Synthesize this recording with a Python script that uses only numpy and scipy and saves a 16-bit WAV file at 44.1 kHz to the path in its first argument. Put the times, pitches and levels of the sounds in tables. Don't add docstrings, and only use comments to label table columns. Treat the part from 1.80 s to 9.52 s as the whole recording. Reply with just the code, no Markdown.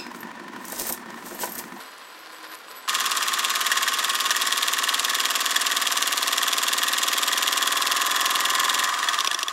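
import sys
import numpy as np
from scipy import signal
from scipy.fft import rfft, irfft
from scipy.io import wavfile

SR = 44100
rng = np.random.default_rng(int(sys.argv[2]) if len(sys.argv) > 2 else 0)


def wav_out(sig):
    wavfile.write(sys.argv[1], SR, np.round(np.clip(np.atleast_2d(sig).T, -1, 1) * 32767).astype(np.int16))


N = 340452
TIME = np.arange(N) / SR

# t/s, speed/(turns per s)
CRANK_SPEED = [(1.08, 17.874), (1.8, 18.303), (2.5, 18.786), (3.1, 19.216), (3.8, 19.451), (4.6, 19.763),
               (5.5, 20.234), (6.2, 20.545), (7.05, 20.648), (7.3, 19.5), (7.5, 14.5), (7.72, 10.0)]
# f/Hz, width/Hz, relative level/dB
CHASSIS_MODES = [(143, 25, -15.5), (186, 16.7, -4), (283, 41, -0.5), (351, 46, 5), (442, 127, 0),
                 (574, 56, 0.5), (670, 74, 2), (910, 105, -2.5)]
# f/Hz, width/Hz, relative level/dB
FRAME_MODES = [(1530, 13, -20), (1714, 64, 1), (1893, 71, -0.5), (2140, 120, -17), (3375, 55, -5),
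               (7020, 160, -14.5)]

CLOSE_S = 1.078


def gain_of(db):
    return 10 ** (np.asarray(db) / 20)


def evened(x):
    return x / np.sqrt(np.mean(x ** 2) + 1e-20)


def add(mix, s, sound):
    part = mix[max(round(s * SR), 0):][:len(sound)]
    part += sound[:len(part)]


def swell(s, length_s):
    return np.exp2(-(2 * (TIME - s) / length_s) ** 2)


def wander(hz):
    lowpass = 1 / (1 + (np.fft.rfftfreq(N, 1 / SR) / hz) ** 4)
    return evened(irfft(rfft(rng.standard_normal(N)) * lowpass, N))


def shaped(x, points):
    f, db = np.transpose(points)
    level_db = np.interp(np.log(np.fft.rfftfreq(N, 1 / SR) + 1), np.log(f), db)
    return irfft(rfft(x) * gain_of(level_db), N)


def colour(x, points):
    return evened(shaped(x, points))


def ring(x, modes):
    t = np.arange(SR // 8) / SR
    response = np.zeros(len(t))
    for k, (hz, width_hz, db) in enumerate(modes):
        decay = width_hz * np.exp(-np.pi * width_hz * t)
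        response += (-1) ** k * gain_of(db) * decay * np.sin(2 * np.pi * hz * t)
    highpass = signal.butter(2, modes[0][0] * 0.95, "high", fs=SR, output="sos")
    response = signal.sosfilt(highpass, response)
    return signal.oaconvolve(x, response / np.linalg.norm(response))[:N]


def blow(scrape_ms, scrape_db):
    ms = np.arange(SR // 50) / SR * 1000
    scrape = rng.standard_normal(len(ms)) * np.exp(-ms / scrape_ms)
    force = gain_of(scrape_db) * scrape / np.linalg.norm(scrape)
    force[0] += 1
    return force / np.linalg.norm(force)


def grains(per_s, spread_db):
    hits = rng.random(N) < per_s / SR
    size_db = spread_db * np.minimum(rng.exponential(1, N), 4)
    return evened(hits * rng.standard_normal(N) * gain_of(size_db))


def speed_per_s():
    s, speed = np.transpose(CRANK_SPEED)
    return np.interp(TIME, s, speed)


def crank(first_clack_s=1.0943):
    turns = np.cumsum(speed_per_s()) / SR
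    return turns - np.interp(first_clack_s, TIME, turns)


def effort(part, lever_s=7.04, lever_takes_s=0.063):
    cruise_speed, shake_speed, shake_width = 19.47, 20.6, .2
    loudness = {"chassis": (-44, 1.5, -1.2, -6.5), "boiler": (-31, -0.74, 4, 2.5),
                "frame": (-33.5, 1.03, 2.5, -1.5), "linkage": (-27.5, 1, -1.5, -12),
                "steam": (-29, -0.16, 0, -1.5)}
    cruise_db, speed_db, shake_db, lever_db = loudness[part]
    speed = speed_per_s()
    shake = 1 / (1 + ((speed - shake_speed) / shake_width) ** 2)
    lever = np.clip((TIME - lever_s) / lever_takes_s, 0, 1)
    return gain_of(cruise_db + speed_db * (speed - cruise_speed) + shake_db * shake + lever_db * lever)


def dying(start_s=7.335, db_per_s=31.5):
    return gain_of(-db_per_s * np.maximum(TIME - start_s, 0))


def air(level_db=-47.5):
    # f/Hz, relative level per Hz/dB
    air_points = [(20, -30), (60, -17), (110, -10.5), (260, 8), (900, 12.5), (3000, 7.5), (15000, -16)]
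    return gain_of(level_db) * colour(rng.standard_normal(N), air_points)


def bumps():
    # centre t/s, length/s, rise of rattle level/dB
    bump_rows = [(0, 0.078, 5.5), (0.548, 0.063, 2.5), (0.643, 0.055, 3), (0.732, 0.065, 4),
                 (0.908, 0.028, 4.5)]
    return sum(db * swell(s, length_s) for s, length_s, db in bump_rows)


def rattle(wheels_db=-4):
    # f/Hz, relative level per Hz/dB
    stone_points = [(60, -27), (150, -28), (260, -15), (450, -3.5), (700, -1.5), (1050, 4), (1700, 2.5),
                    (2300, -7.5), (4600, -3), (6000, -16), (9000, -21), (11500, -16), (15000, -38)]
    # f/Hz, width/Hz, relative level/dB
    wheel_modes = [(470, 32, -4.5), (1005, 18, 8), (1426, 18, 2), (1490, 60, -4), (1690, 37, -8),
                   (1760, 50, -6)]
    jolts = grains(per_s=900, spread_db=2) + .8 * rng.standard_normal(N)
    jolts = jolts * gain_of(1.8 * wander(40))
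    return evened(colour(jolts, stone_points) + gain_of(wheels_db) * evened(ring(jolts, wheel_modes)))


def grit():
    points = [(600, -45), (1500, -25), (4500, -4), (11000, 1), (14000, -18)]  # f/Hz, relative level/dB
    return colour(grains(per_s=390, spread_db=4.5), points)


def squeak(whistle_db=-70, lower_hz=7951, upper_hz=11865):
    # centre t/s, length/s, lower tone swell/dB, upper tone swell/dB
    squeak_rows = [(0, 0.19, -56, -52), (0.273, .08, -56, -58), (.4, 0.088, -64, -58),
                   (0.557, 0.058, -56, -53), (.73, 0.1, -67, -48), (.905, 0.036, -52, -47),
                   (0.978, 0.043, -56, -45), (1.055, .07, -54, -72)]
    rubbing = np.full((2, N), gain_of(whistle_db))
    for s, length_s, *tones_db in squeak_rows:
        rubbing += np.outer(gain_of(tones_db), swell(s, length_s))
    tones = np.zeros(N)
    for level, hz in zip(rubbing, (lower_hz, upper_hz)):
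        flutter = gain_of(2 * wander(25))
        phase = 2 * np.pi * np.cumsum(hz + 18 * wander(90)) / SR
        tones += level * flutter * np.sin(phase)
    return tones


def hum():
    # centre t/s, length/s, f/Hz, swell level before flutter/dB
    hum_rows = [(.02, 0.14, 265, -57), (.62, 0.38, 317, -54), (1.02, 0.27, 264, -61)]
    flutter = gain_of(2 * wander(12))
    tones = sum(gain_of(db) * swell(s, length_s) * np.sin(2 * np.pi * hz * TIME)
                for s, length_s, hz, db in hum_rows)
    return flutter * tones


def paving(rattle_db=-45, grit_db=-60, grit_per_rattle=2.7):
    bump_db = bumps()
    rolling = rattle() * gain_of(rattle_db + bump_db)
    crunch = grit() * gain_of(grit_db + grit_per_rattle * bump_db)
    return rolling + crunch + squeak() + hum()


def gears(clank_db=4, thud_db=-18, scrape_ms=3.3):
    # t/s, relative strength/dB, relative frame strength/dB
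    clank_rows = [(1.9162, -0.5, 2.5), (1.972, -4, -2), (2.0762, -16, 3), (2.506, 2, 0.5), (3.760, -4, 3.5),
                  (7.228, -4.5, -3.5), (7.286, 1.5, -0.5), (7.332, -4, -5), (7.342, -5, -16),
                  (7.388, -2.5, -5.5), (7.4054, 0, -14), (7.446, -2, -5), (7.4735, 2.5, -23),
                  (7.513, -0.5, -7), (7.545, -0.5, -8), (7.5895, -2.5, -10), (7.6295, 1, -11),
                  (7.682, -3, -5.5)]
    # f/Hz, width/Hz, relative level/dB
    gear_modes = [(2650, 400, -2.5), (3450, 240, 7), (4560, 1100, -4.5), (5800, 410, -0.5),
                  (8240, 1100, -12), (9900, 1500, -12.5), (13300, 1600, -19)]
    on_gear, on_frame, on_chassis = np.zeros((3, N))
    for s, strength_db, frame_db in clank_rows:
        add(on_gear, s, gain_of(strength_db + clank_db) * blow(scrape_ms, scrape_db=10))
        add(on_frame, s, gain_of(frame_db + clank_db) * blow(scrape_ms, scrape_db=4))
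        add(on_chassis, s, gain_of(strength_db + thud_db + clank_db) * blow(scrape_ms, scrape_db=-6))
    return ring(on_gear, gear_modes) + ring(on_frame, FRAME_MODES) + ring(on_chassis, CHASSIS_MODES[2:])


def steam(turns, opens=-0.016, puff_turns=0.24, return_db=-9, leak_db=-11, spit_db=-3):
    # f/Hz, relative level per Hz/dB
    steam_points = [(40, -72), (150, -23), (300, -14.5), (800, -9.5), (1300, 1), (2400, 0.5), (3300, 1),
                    (4500, -2), (7300, -3.5), (9000, -10.5), (11500, -14), (13500, -22), (16000, -25)]
    puff = np.exp(-((turns - opens) % 1) / puff_turns)
    back = np.exp(-((turns + 0.39) % 1) / puff_turns)
    flow = np.sqrt(puff ** 2 + (gain_of(return_db) * back) ** 2 + gain_of(leak_db) ** 2)
    jet = rng.standard_normal(N) + gain_of(spit_db) * grains(per_s=6000, spread_db=1.5)
    return colour(jet * flow, steam_points) * effort("steam") * dying()


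def teeth(turns, count=96):
    step = np.floor(turns * count).astype(int)
    early, late = rng.standard_normal((2, count))[:, step % count]
    blend = np.pi * turns / turns[-1]
    passing = np.diff(step, prepend=step[0])
    return evened(passing * (early * np.cos(blend) + late * np.sin(blend)))


def knocking(turns, column, scrape_db, uneven_db, looseness=0.97):
    # angle from main clack/turns, then relative strength/dB on chassis, boiler, frame, linkage,
    # timing scatter at looseness 1/ms, scrape decay/ms
    knocks = [(-.43, -36, -8, -29, -15, 0.14, 0.18), (-.37, -14, -4, 8, -23, .1, 2.4),
              (-.33, -25, -4, 11, -10, .15, 0.68), (-.27, -12, 1, -10, -19, 0.14, 1.3),
              (-.165, 4, -3.5, 2, -16, 0.23, 1.2), (-.102, -10, -7.5, -17, -3, .25, 0.86),
              (-.011, -31, -4.5, 3, 1, .1, 0.89), (.07, -31, -5, 3.5, -6.5, .5, 6.3),
              (.15, -38, -1.5, 7.5, -9, .2, 2.2), (.235, 7, -13, -23, -40, 0.077, 1.4),
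              (.31, 1, -6.5, -7, -27.5, .1, .5), (.385, 5, -11.5, 1.5, -40, 0.062, 1.9)]
    force = np.zeros(N)
    whole_turns = np.arange(np.ceil(turns[0]) + 1, np.floor(turns[-1]) + 1)
    for knock in knocks:
        angle, scatter_ms, scrape_ms = knock[0], knock[-2], knock[-1]
        for s in np.interp(whole_turns + angle, turns, TIME):
            late, size = rng.standard_normal(2)
            hit = gain_of(knock[column] + uneven_db * size) * blow(scrape_ms, scrape_db)
            add(force, s + late * looseness * scatter_ms / 1000, hit)
    return evened(force)


def chassis(turns):
    force = knocking(turns, column=1, scrape_db=-20, uneven_db=.5, looseness=.4)
    thuds = evened(ring(force + gain_of(-8) * teeth(turns), CHASSIS_MODES))
    return thuds * effort("chassis")


def boiler(turns):
    # f/Hz, width/Hz, relative level/dB
    boiler_modes = [(690, 22, -11), (1016.4, 130, -5), (1092, 81, 1.5), (1220.4, 54, -0.5), (1536, 62, -9)]
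    force = knocking(turns, column=2, scrape_db=-7, uneven_db=1.1, looseness=.4)
    ringing = evened(ring(force + gain_of(-6.5) * teeth(turns), boiler_modes))
    return ringing * effort("boiler") * dying()


def frame(turns):
    force = knocking(turns, column=3, scrape_db=-3, uneven_db=1.2, looseness=.5)
    ringing = evened(ring(force + gain_of(-8.5) * teeth(turns), FRAME_MODES))
    return ringing * effort("frame")


def linkage(turns, crack_db=-5.0):
    # f/Hz, width/Hz, relative level/dB
    linkage_modes = [(1660, 234, -44), (2808, 112, 4), (3288, 200, 3.5), (3570, 303, 4.5),
                     (5000, 2800, -21.5), (5390, 95, -1.5), (6930, 170, -8.5), (7440, 104, -0.5),
                     (9370, 190, -5.5), (9900, 365, -10), (11700, 800, -12), (12800, 500, -7.5),
                     (14900, 360, -19)]
    crack_points = [(300, -40), (1500, -9), (3200, 0), (8000, -2), (11000, -7),
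                    (13300, -6), (14200, -16), (16000, -20)]
    force = knocking(turns, column=4, scrape_db=3, uneven_db=.5)
    clacks = evened(ring(force, linkage_modes)) + gain_of(crack_db) * colour(force, crack_points)
    return evened(clacks) * effort("linkage")


def motion(turns):
    return chassis(turns) + boiler(turns) + frame(turns) + linkage(turns)


def side_of(mid):
    # f/Hz, level relative to mid/dB
    apart_points = [(100, -58), (400, -23.5), (700, -21.5), (1100, -47), (1600, -87), (2500, -16.5),
                    (6000, -19.5), (15000, -32.5)]
    t = TIME[:SR // 16]
    smear = rng.standard_normal(len(t)) * np.exp(-t / 0.003)
    diffuse = signal.oaconvolve(mid, smear / np.linalg.norm(smear))[:N]
    rumble = colour(rng.standard_normal(N), [(60, 0), (200, -12), (1000, -50)])
    return shaped(diffuse, apart_points) + gain_of(-93) * rumble


def scene():
    turns = crank()
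    near = gears() + steam(turns) + motion(turns)
    mid = air() + np.where(TIME < CLOSE_S, paving(), near)
    side = side_of(mid)
    return np.array([mid + side, mid - side])


def record(dry, edge_hz=16000):
    lowpass = signal.firwin(511, edge_hz, window=("kaiser", 9), fs=SR)
    return signal.oaconvolve(dry, lowpass[None], "same")


dry = scene()
out = record(dry)
wav_out(out)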